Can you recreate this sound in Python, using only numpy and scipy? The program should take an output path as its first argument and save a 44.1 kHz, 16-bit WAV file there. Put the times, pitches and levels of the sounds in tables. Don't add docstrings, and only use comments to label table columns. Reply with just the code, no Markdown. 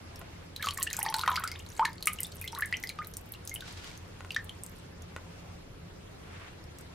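import sys
import numpy as np
from scipy import signal
from scipy.fft import rfft, irfft
from scipy.io import wavfile

SR = 44100
rng = np.random.default_rng(int(sys.argv[2]) if len(sys.argv) > 2 else 0)


def transcribe(u):
    v = np.clip(np.atleast_2d(u).T, -1, 1)
    q = np.round(v * 32767).astype(np.int16)
    wavfile.write(sys.argv[1], SR, q)


def ratio_of_db(decibels):
    return 10 ** (np.asarray(decibels, float) / 20)


N = 306054


def rms_one(x):
    return x / np.sqrt(np.mean(x ** 2) + 1e-20)


def at_hz(points, hz):
    curve_hz, values = np.transpose(points)
    return np.interp(np.log(hz), np.log(curve_hz), values)


def drift(rate_hz):
    pole = np.exp(-80 * np.pi * rate_hz / SR)
    white = rng.standard_normal(N // 40 + 2002)
    slow = signal.lfilter([1], [1, -2 * pole, pole * pole], white)[2000:]
    return np.interp(np.arange(N) / 40, np.arange(len(slow)), rms_one(slow))


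def resonate(x, hz, width_hz):
    r = np.exp(-np.pi * width_hz / SR)
    zeros = [(1 - r * r) / 2, 0, (r * r - 1) / 2]
    poles = [1, -2 * r * np.cos(2 * np.pi * hz / SR), r * r]
    return signal.lfilter(zeros, poles, x)


def add(out, start_s, sound):
    i = round(start_s * SR)
    out[i:i + len(sound)] += sound[:N - i]


def burst(low_hz, high_hz, decay_s, gritty=False):
    t = np.arange(900) / SR
    band = signal.butter(2, [low_hz, min(high_hz, .45 * SR)], "band", fs=SR, output="sos")
    grains = rng.standard_normal(len(t)) ** (3 if gritty else 1)
    swell = t if gritty else 1
    sound = signal.sosfilt(band, grains * np.exp(-t / decay_s) * swell)
    return sound / np.abs(sound).max()


def room(level_db=-49.5, patchy_db=.8):
    # (frequency [Hz], density [dB per Hz])
    density = [(15, -55), (25, -4), (87, -8), (141, -5.5), (170, -10), (260, -12.5), (463, -12),
               (607, -16.5), (2690, -25), (4740, -29.5), (12200, -39), (14500, -40), (16000, -67)]
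    # (frequency [Hz], correlation [-1..1])
    likeness = [(60, 1.0), (180, 0.78), (550, -0.15), (1650, 0.071), (4970, -0.25), (15000, -0.67)]
    out, together = 0, drift(2)
    edges_hz = 22 * 2 ** np.arange(0, 9.7, 1 / 3)
    white = rng.standard_normal((2, 2, N))
    for k, (low_hz, high_hz) in enumerate(zip(edges_hz, edges_hz[1:])):
        band = signal.butter(2, [low_hz, high_hz], "band", fs=SR, output="sos")
        mid, side = signal.sosfilt(band, white[k % 2])
        hz = np.sqrt(low_hz * high_hz)
        alike = np.clip(at_hz(likeness, hz), -1, 1)
        flicker_db = patchy_db * (together + 2 * drift(17.5)) * (hz > 600)
        gain = ratio_of_db(at_hz(density, hz) + flicker_db)
        out = out + gain * (np.sqrt(1 + alike) * mid + np.sqrt(1 - alike) * side * [[1], [-1]])
    return ratio_of_db(level_db) * rms_one(out)


def hum():
    # (frequency [Hz], width of each pass [Hz], rms level [dB])
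    drones = [(85.6, 23, -52), (170.5, 14.2, -59.5)]
    out = np.zeros(N)
    for hz, width_hz, level_db in drones:
        once = resonate(rng.standard_normal(N), hz, width_hz)
        out += ratio_of_db(level_db) * rms_one(resonate(once, hz, width_hz))
    return out


def rustle(creases_per_s=150, crease_db=15, swell_s=0.15, stop_s=0.14, waver_db=2.0):
    # (start [s], time to start of fall [s], level [dB], band top [Hz])
    brushes = [(0.0, 0.42, -62, 2980), (3.554, 0.33, -49.5, 5240), (6.193, 0.26, -52, 2700)]
    t, out = np.arange(N) / SR, 0
    creases = ratio_of_db(crease_db) * rng.standard_normal(N) * (rng.random(N) < creases_per_s / SR)
    grainy = rng.standard_normal((2, N)) + creases
    for start_s, length_s, level_db, top_hz in brushes:
        swell = np.clip((t - start_s) / swell_s, 0, 1)
        stop = np.clip((start_s + length_s - t) / stop_s + 1, 0, 1)
        band = signal.butter(2, [800, top_hz], "band", fs=SR, output="sos")
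        cloth = signal.sosfilt(band, grainy)
        out = out + ratio_of_db(level_db) * swell * stop * rms_one(cloth)
    return out * ratio_of_db(waver_db * drift(27))


def ticks(splat_db=-4.0, splat_s=0.0019, lag_s=.00001, fizz_db=-14, fizz_s=0.0034, rise=.012,
          cycles_per_20_db=12.9, pan_db=0.37):
    # (time [s], nominal level [dB], starting ring pitch [Hz])
    events = [(0.159, -35.5, 5300), (0.1927, -35.5, 12600), (0.5625, -25.5, 3870), (0.625, -24.5, 3640),
              (0.66, -25.5, 4440), (0.7084, -24, 4190), (0.737, -30, 10600), (0.745, -30, 7800),
              (0.7756, -22.5, 7300), (0.7995, -28, 11600), (0.822, -28.5, 4030), (0.8282, -12.5, 7650),
              (0.8335, -16, 7750), (0.8385, -32, 12500), (0.902, -28, 3720), (0.93, -20, 6260),
              (0.967, -19.5, 6840), (0.991, -16.5, 11600), (1.0289, -14.5, 10200), (1.063, -28, 4560),
              (1.1005, -27, 10000), (1.1417, -16, 4120), (1.1651, -25, 7900), (1.185, -26, 4430),
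              (1.1933, -23.5, 3500), (1.2128, -21.5, 4160), (1.278, -26.5, 5600), (1.301, -28.5, 12800),
              (1.316, -28, 3300), (1.3582, -22, 4520), (1.3657, -26, 5000), (1.3964, -27.5, 12100),
              (1.44, -23.5, 8400), (1.476, -23, 4820), (1.516, -26.5, 4470), (1.592, -36, 7500),
              (1.6636, -37.5, 3800), (1.854, -21, 4170), (1.931, -39, 4800), (2.007, -43, 4250),
              (2.0256, -25, 4100), (2.0568, -20, 9200), (2.0711, -9.5, 8930), (2.0794, -20, 2760),
              (2.133, -23.5, 10400), (2.2046, -17, 11400), (2.2322, -17.5, 8250), (2.2677, -32.5, 9350),
              (2.322, -35.5, 4350), (2.4134, -24, 12100), (2.4496, -30.5, 11800), (2.4772, -26, 3350),
              (2.5236, -31, 5640), (2.5497, -28.5, 3920), (2.5876, -24.5, 13000), (2.6077, -23.5, 11100),
              (2.6586, -27, 9400), (2.769, -28, 5800), (2.8284, -32, 5730), (2.8366, -30, 12750),
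              (2.8723, -29.5, 4700), (2.892, -23, 4040), (3.046, -35, 4000), (3.071, -28, 13600),
              (3.138, -33, 5740), (3.1689, -21, 8100), (3.321, -24, 13700), (3.3377, -35.5, 3620),
              (3.4515, -34, 9700), (3.475, -24.5, 5760), (3.495, -25.5, 6400), (3.541, -23, 11600),
              (3.5507, -23.5, 10000), (3.607, -30.5, 3460), (3.725, -40, 6800), (3.739, -46, 3500),
              (3.8437, -37, 2970), (3.913, -43, 2320), (3.9757, -37, 6200), (4.319, -35, 4330),
              (4.3462, -28, 3500), (4.444, -34, 11200), (4.6357, -25, 8500), (4.6636, -32, 7500),
              (4.695, -41, 12000), (5.0213, -39, 6060), (6.64, -44, 5200), (6.786, -36.5, 7200),
              (6.81, -39, 7700)]
    out, t = np.zeros((2, N)), np.arange(900) / SR
    chances = rng.normal(0, 1, (len(events), 4))
    for (start_s, level_db, hz), (pan, lag, bend, wet) in zip(events, chances):
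        turns = hz * t
        bent = turns * (1 + rise * abs(bend) * np.minimum(turns, 20) / 2)
        onset = np.minimum(turns, 1)
        ring = np.sin(2 * np.pi * bent) * ratio_of_db(-20 * turns / cycles_per_20_db) * onset
        splat = ratio_of_db(splat_db) * burst(0.8 * hz, min(4.4 * hz, 13500), splat_s)
        fizz = ratio_of_db(fizz_db + 3 * np.tanh(wet)) * burst(.6 * hz, 2 * hz, fizz_s, gritty=True)
        spectrum = rfft(ring + splat + fizz)
        for side, channel in zip((1, -1), out):
            late_s = lag_s * (1 + side * np.tanh(lag))
            shift = np.exp(-2j * np.pi * np.arange(451) * late_s * SR / 900)
            add(channel, start_s, ratio_of_db(level_db + pan_db * side * pan) * irfft(spectrum * shift))
    return out


def tub(x, level_db=-8.5, side_db=-3.5, first_echo_s=0.0017):
    # (frequency [Hz], time to fall 60 dB [s])
    decay = [(700, 0.22), (2000, 0.18), (5000, 0.12), (12000, 0.093)]
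    t, echoes = np.arange(SR // 3) / SR, 0
    for hz in 500 * 2 ** np.arange(0, 5.2, .5):
        band = signal.butter(2, [hz / 2 ** .25, hz * 2 ** .25], "band", fs=SR, output="sos")
        noise = signal.sosfilt(band, rng.standard_normal((2, len(t))))
        echoes = echoes + noise * ratio_of_db(-60 * t / at_hz(decay, hz))
    echoes = echoes * (t > first_echo_s) / np.sqrt(np.sum(echoes[0] ** 2))
    mid, side = signal.fftconvolve(x[None], echoes, axes=1)[:, :N]
    side = signal.lfilter(*signal.butter(1, 5000, "high", fs=SR), side)
    return ratio_of_db(level_db) * (mid + ratio_of_db(side_db) * side * [[1], [-1]])


def knocks(share_db=-11.0, crack_db=-9.0, luck_db=1.7):
    # (time [s], reference level [dB])
    taps = [(0.215, -36), (4.207, -35), (4.248, -37), (5.1637, -28)]
    # (frequency [Hz], relative level [dB], time to fall 60 dB [s])
    modes = [(596, -3, 0.032), (1050, 1, 0.023), (1450, 6, 0.015), (1930, 6, 0.011), (2500, 7, 0.006),
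             (3500, -10, 0.011)]
    out, t = np.zeros(N), np.arange(4000) / SR
    luck = rng.normal(0, luck_db, (len(taps), len(modes)))
    for (start_s, level_db), extras_db in zip(taps, luck):
        for (hz, mode_db, t60_s), extra_db in zip(modes, extras_db):
            loss_db = 60 * t / t60_s
            mode = ratio_of_db(level_db + share_db + mode_db + extra_db - loss_db) * np.sin(2 * np.pi * hz * t)
            add(out, start_s, mode)
        add(out, start_s, ratio_of_db(level_db + crack_db) * burst(5700, 9700, 0.00085))
    return out


def bubbles(bend_per_cycle=0.081, closing_s=0.0017, kick=0.21, kick_hz=1200, wobble_db=2.5,
            fade_db=-4, fade_db_per_cycle=-.3, rise_db_per_octave=11,
            blow_db=-3.5, blow_db_per_octave=-3, blow_s=0.002):
    # (time [s], level [dB], starting pitch [Hz], life [s], end pitch / start pitch)
    trapped = [(0.217, -44.5, 734, 0.019, 0.77), (0.596, -38, 1680, 0.02, 1.14),
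               (0.627, -26, 2300, 0.0049, 0.77), (0.627, -34.5, 1590, 0.016, 0.81),
               (0.642, -27.5, 1252, 0.012, 1.05), (0.67, -27.5, 1150, 0.017, 0.96),
               (0.687, -18.5, 2880, 0.00088, 1.07), (0.773, -31, 1830, 0.004, 1),
               (0.786, -35, 1120, 0.026, 0.87), (0.868, -29, 1730, 0.0082, 1.1),
               (0.873, -27.5, 2860, 0.0038, 0.97), (0.91, -30, 2020, 0.004, 0.82),
               (0.934, -30.5, 2470, 0.0061, 1), (0.934, -38, 2940, 0.0044, 1.4),
               (0.989, -25.5, 945, 0.0078, 0.88), (1.012, -33.5, 1865, 0.009, 1.6),
               (1.029, -33.5, 790, 0.029, 1.6), (1.062, -29, 873, 0.019, 1.1),
               (1.062, -30.5, 1800, 0.01, 1.25), (1.083, -31, 853, 0.026, 1.08),
               (1.084, -32, 3090, 0.0058, 1.87), (1.125, -29.5, 1050, 0.0031, 1),
               (1.142, -27.5, 889, 0.044, 1.19), (1.143, -22.5, 1560, 0.0029, 0.92),
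               (1.191, -34, 1008, 0.024, 1.05), (1.235, -25, 1280, 0.007, 1.2),
               (1.262, -28, 1860, 0.0038, 1.09), (1.277, -20.5, 993, 0.019, 1.38),
               (1.277, -19.5, 1240, 0.0053, 0.97), (1.28, -35, 2080, 0.0091, 1.9),
               (1.317, -28.5, 1002, 0.046, 1), (1.357, -28, 2036, 0.0086, 2.5),
               (1.374, -19.5, 1230, 0.0084, 1.27), (1.405, -35.5, 1070, 0.0089, 1.06),
               (1.437, -24.5, 1300, 0.017, 1.2), (1.479, -33, 2130, 0.0062, 0.78),
               (1.517, -36, 2134, 0.024, 1.17), (1.555, -43.5, 1470, 0.0047, 2.5),
               (1.598, -40, 2780, 0.0076, 1.3), (1.794, -17.5, 888, 0.038, 1.5),
               (1.854, -22.5, 1810, 0.0082, 0.91), (1.851, -20, 2280, 0.0013, 0.95),
               (2.071, -25.5, 1251, 0.023, 0.95), (2.073, -15.5, 2070, 0.0043, 1.2),
               (2.187, -28, 2800, 0.004, 1.1), (2.199, -39.5, 2060, 0.0066, 0.99),
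               (2.247, -35, 3550, 0.011, 1.6), (2.416, -34, 2430, 0.011, 1.1),
               (2.441, -33, 2060, 0.022, 1.3), (2.476, -29, 3000, 0.0072, 1.4),
               (2.529, -41, 917, 0.039, 2.2), (2.575, -36.5, 1117, 0.024, 1.8),
               (2.622, -21, 1710, 0.014, 1.27), (2.647, -35, 1730, 0.016, 0.93),
               (2.726, -21, 1965, 0.017, 1.57), (2.837, -26.5, 2080, 0.0061, 0.91),
               (2.898, -36.5, 2380, 0.0088, 0.72), (2.988, -31, 1213, 0.034, 1.76),
               (3.027, -47, 2340, 0.016, 1.7), (3.348, -42.5, 2770, 0.013, 1.3),
               (3.514, -37, 2118, 0.039, 1.8), (3.559, -34.5, 3030, 0.0089, 0.57),
               (3.622, -35, 1600, 0.0064, 0.91), (4.306, -29.5, 2910, 0.0038, 0.87),
               (4.363, -18.5, 1723, 0.0081, 1.12), (4.494, -29.5, 3200, 0.0016, 0.98)]
    out = np.zeros(N)
    for start_s, level_db, hz, life_s, ratio in trapped:
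        t = np.arange(round((life_s + .03) * SR)) / SR
        age, cycles = t / life_s, hz * life_s
        pitch_hz = hz * ratio ** (np.minimum(age, 1) ** (1 + bend_per_cycle * cycles))
        gain_db = (fade_db + fade_db_per_cycle * cycles) * age + rise_db_per_octave * np.log2(pitch_hz / hz)
        stop = np.exp(-np.maximum(t - life_s, 0) / closing_s)
        ring = np.sin(2 * np.pi * np.cumsum(pitch_hz) / SR) * ratio_of_db(gain_db) * stop
        first = 1 + kick / (1 + (hz / kick_hz) ** 4) * np.exp(-t * hz / 2)
        onset = np.minimum(t * hz, 1)
        add(out, start_s, ratio_of_db(level_db) * ring * first * onset)
        hit_db = level_db + blow_db + blow_db_per_octave * np.log2(hz / 1000)
        add(out, start_s, ratio_of_db(hit_db) * burst(hz, 3 * hz, blow_s))
    return out * ratio_of_db(wobble_db * drift(50))


def spray(per_s=500, clump_db=6, size_db=7.0, cycles_per_20_db=12, rise=0.008):
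    # (time [s], level [dB], tilt about 4 kHz [dB per octave])
    curve_s, level_db, tilt_db = np.transpose([(.5, -95, -6), (.62, -41.5, 4), (1.45, -46.5, 0),
                                               (1.62, -53.5, 6), (2.0, -48, 4.5), (2.9, -72.5, 16),
                                               (3.9, -75, 8.5), (4.8, -64, 6)])
    t = np.arange(N) / SR
    tilt_db = np.interp(t, curve_s, tilt_db)
    level_db = np.interp(t, curve_s, level_db, left=-99, right=-99)
    sizes = ratio_of_db(size_db * np.minimum(rng.exponential(1, N), 3)) * rng.choice([-1, 1], N)
    born = rng.random(N) < per_s * ratio_of_db(clump_db * drift(15)) / SR
    pitches_hz, dealt, out = np.geomspace(1200, 13000, 18), rng.integers(0, 18, N), 0
    for k, hz in enumerate(pitches_hz):
        turns = hz * np.arange(1500) / SR
        bent = turns * (1 + rise * np.minimum(turns, 20) / 2)
        plink = np.sin(2 * np.pi * bent) * ratio_of_db(-20 * turns / cycles_per_20_db)
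        patter = signal.oaconvolve(sizes * born * (dealt == k), plink)[:N]
        out = out + ratio_of_db(tilt_db * np.log2(hz / 4000)) * patter
    return ratio_of_db(level_db) * rms_one(out)


def scene():
    in_tub = ticks() + knocks() + bubbles() + spray()
    return room() + hum() + rustle() + in_tub + tub(in_tub.mean(axis=0))


def band_limit(x):
    return signal.sosfilt(signal.butter(12, 16820, fs=SR, output="sos"), x)


def record(dry):
    low_pass = signal.cheby2(8, 50, 17200, fs=SR, output="sos")
    mix = signal.sosfilt(low_pass, dry)
    return band_limit(mix)


dry = scene()
out = record(dry)
transcribe(out)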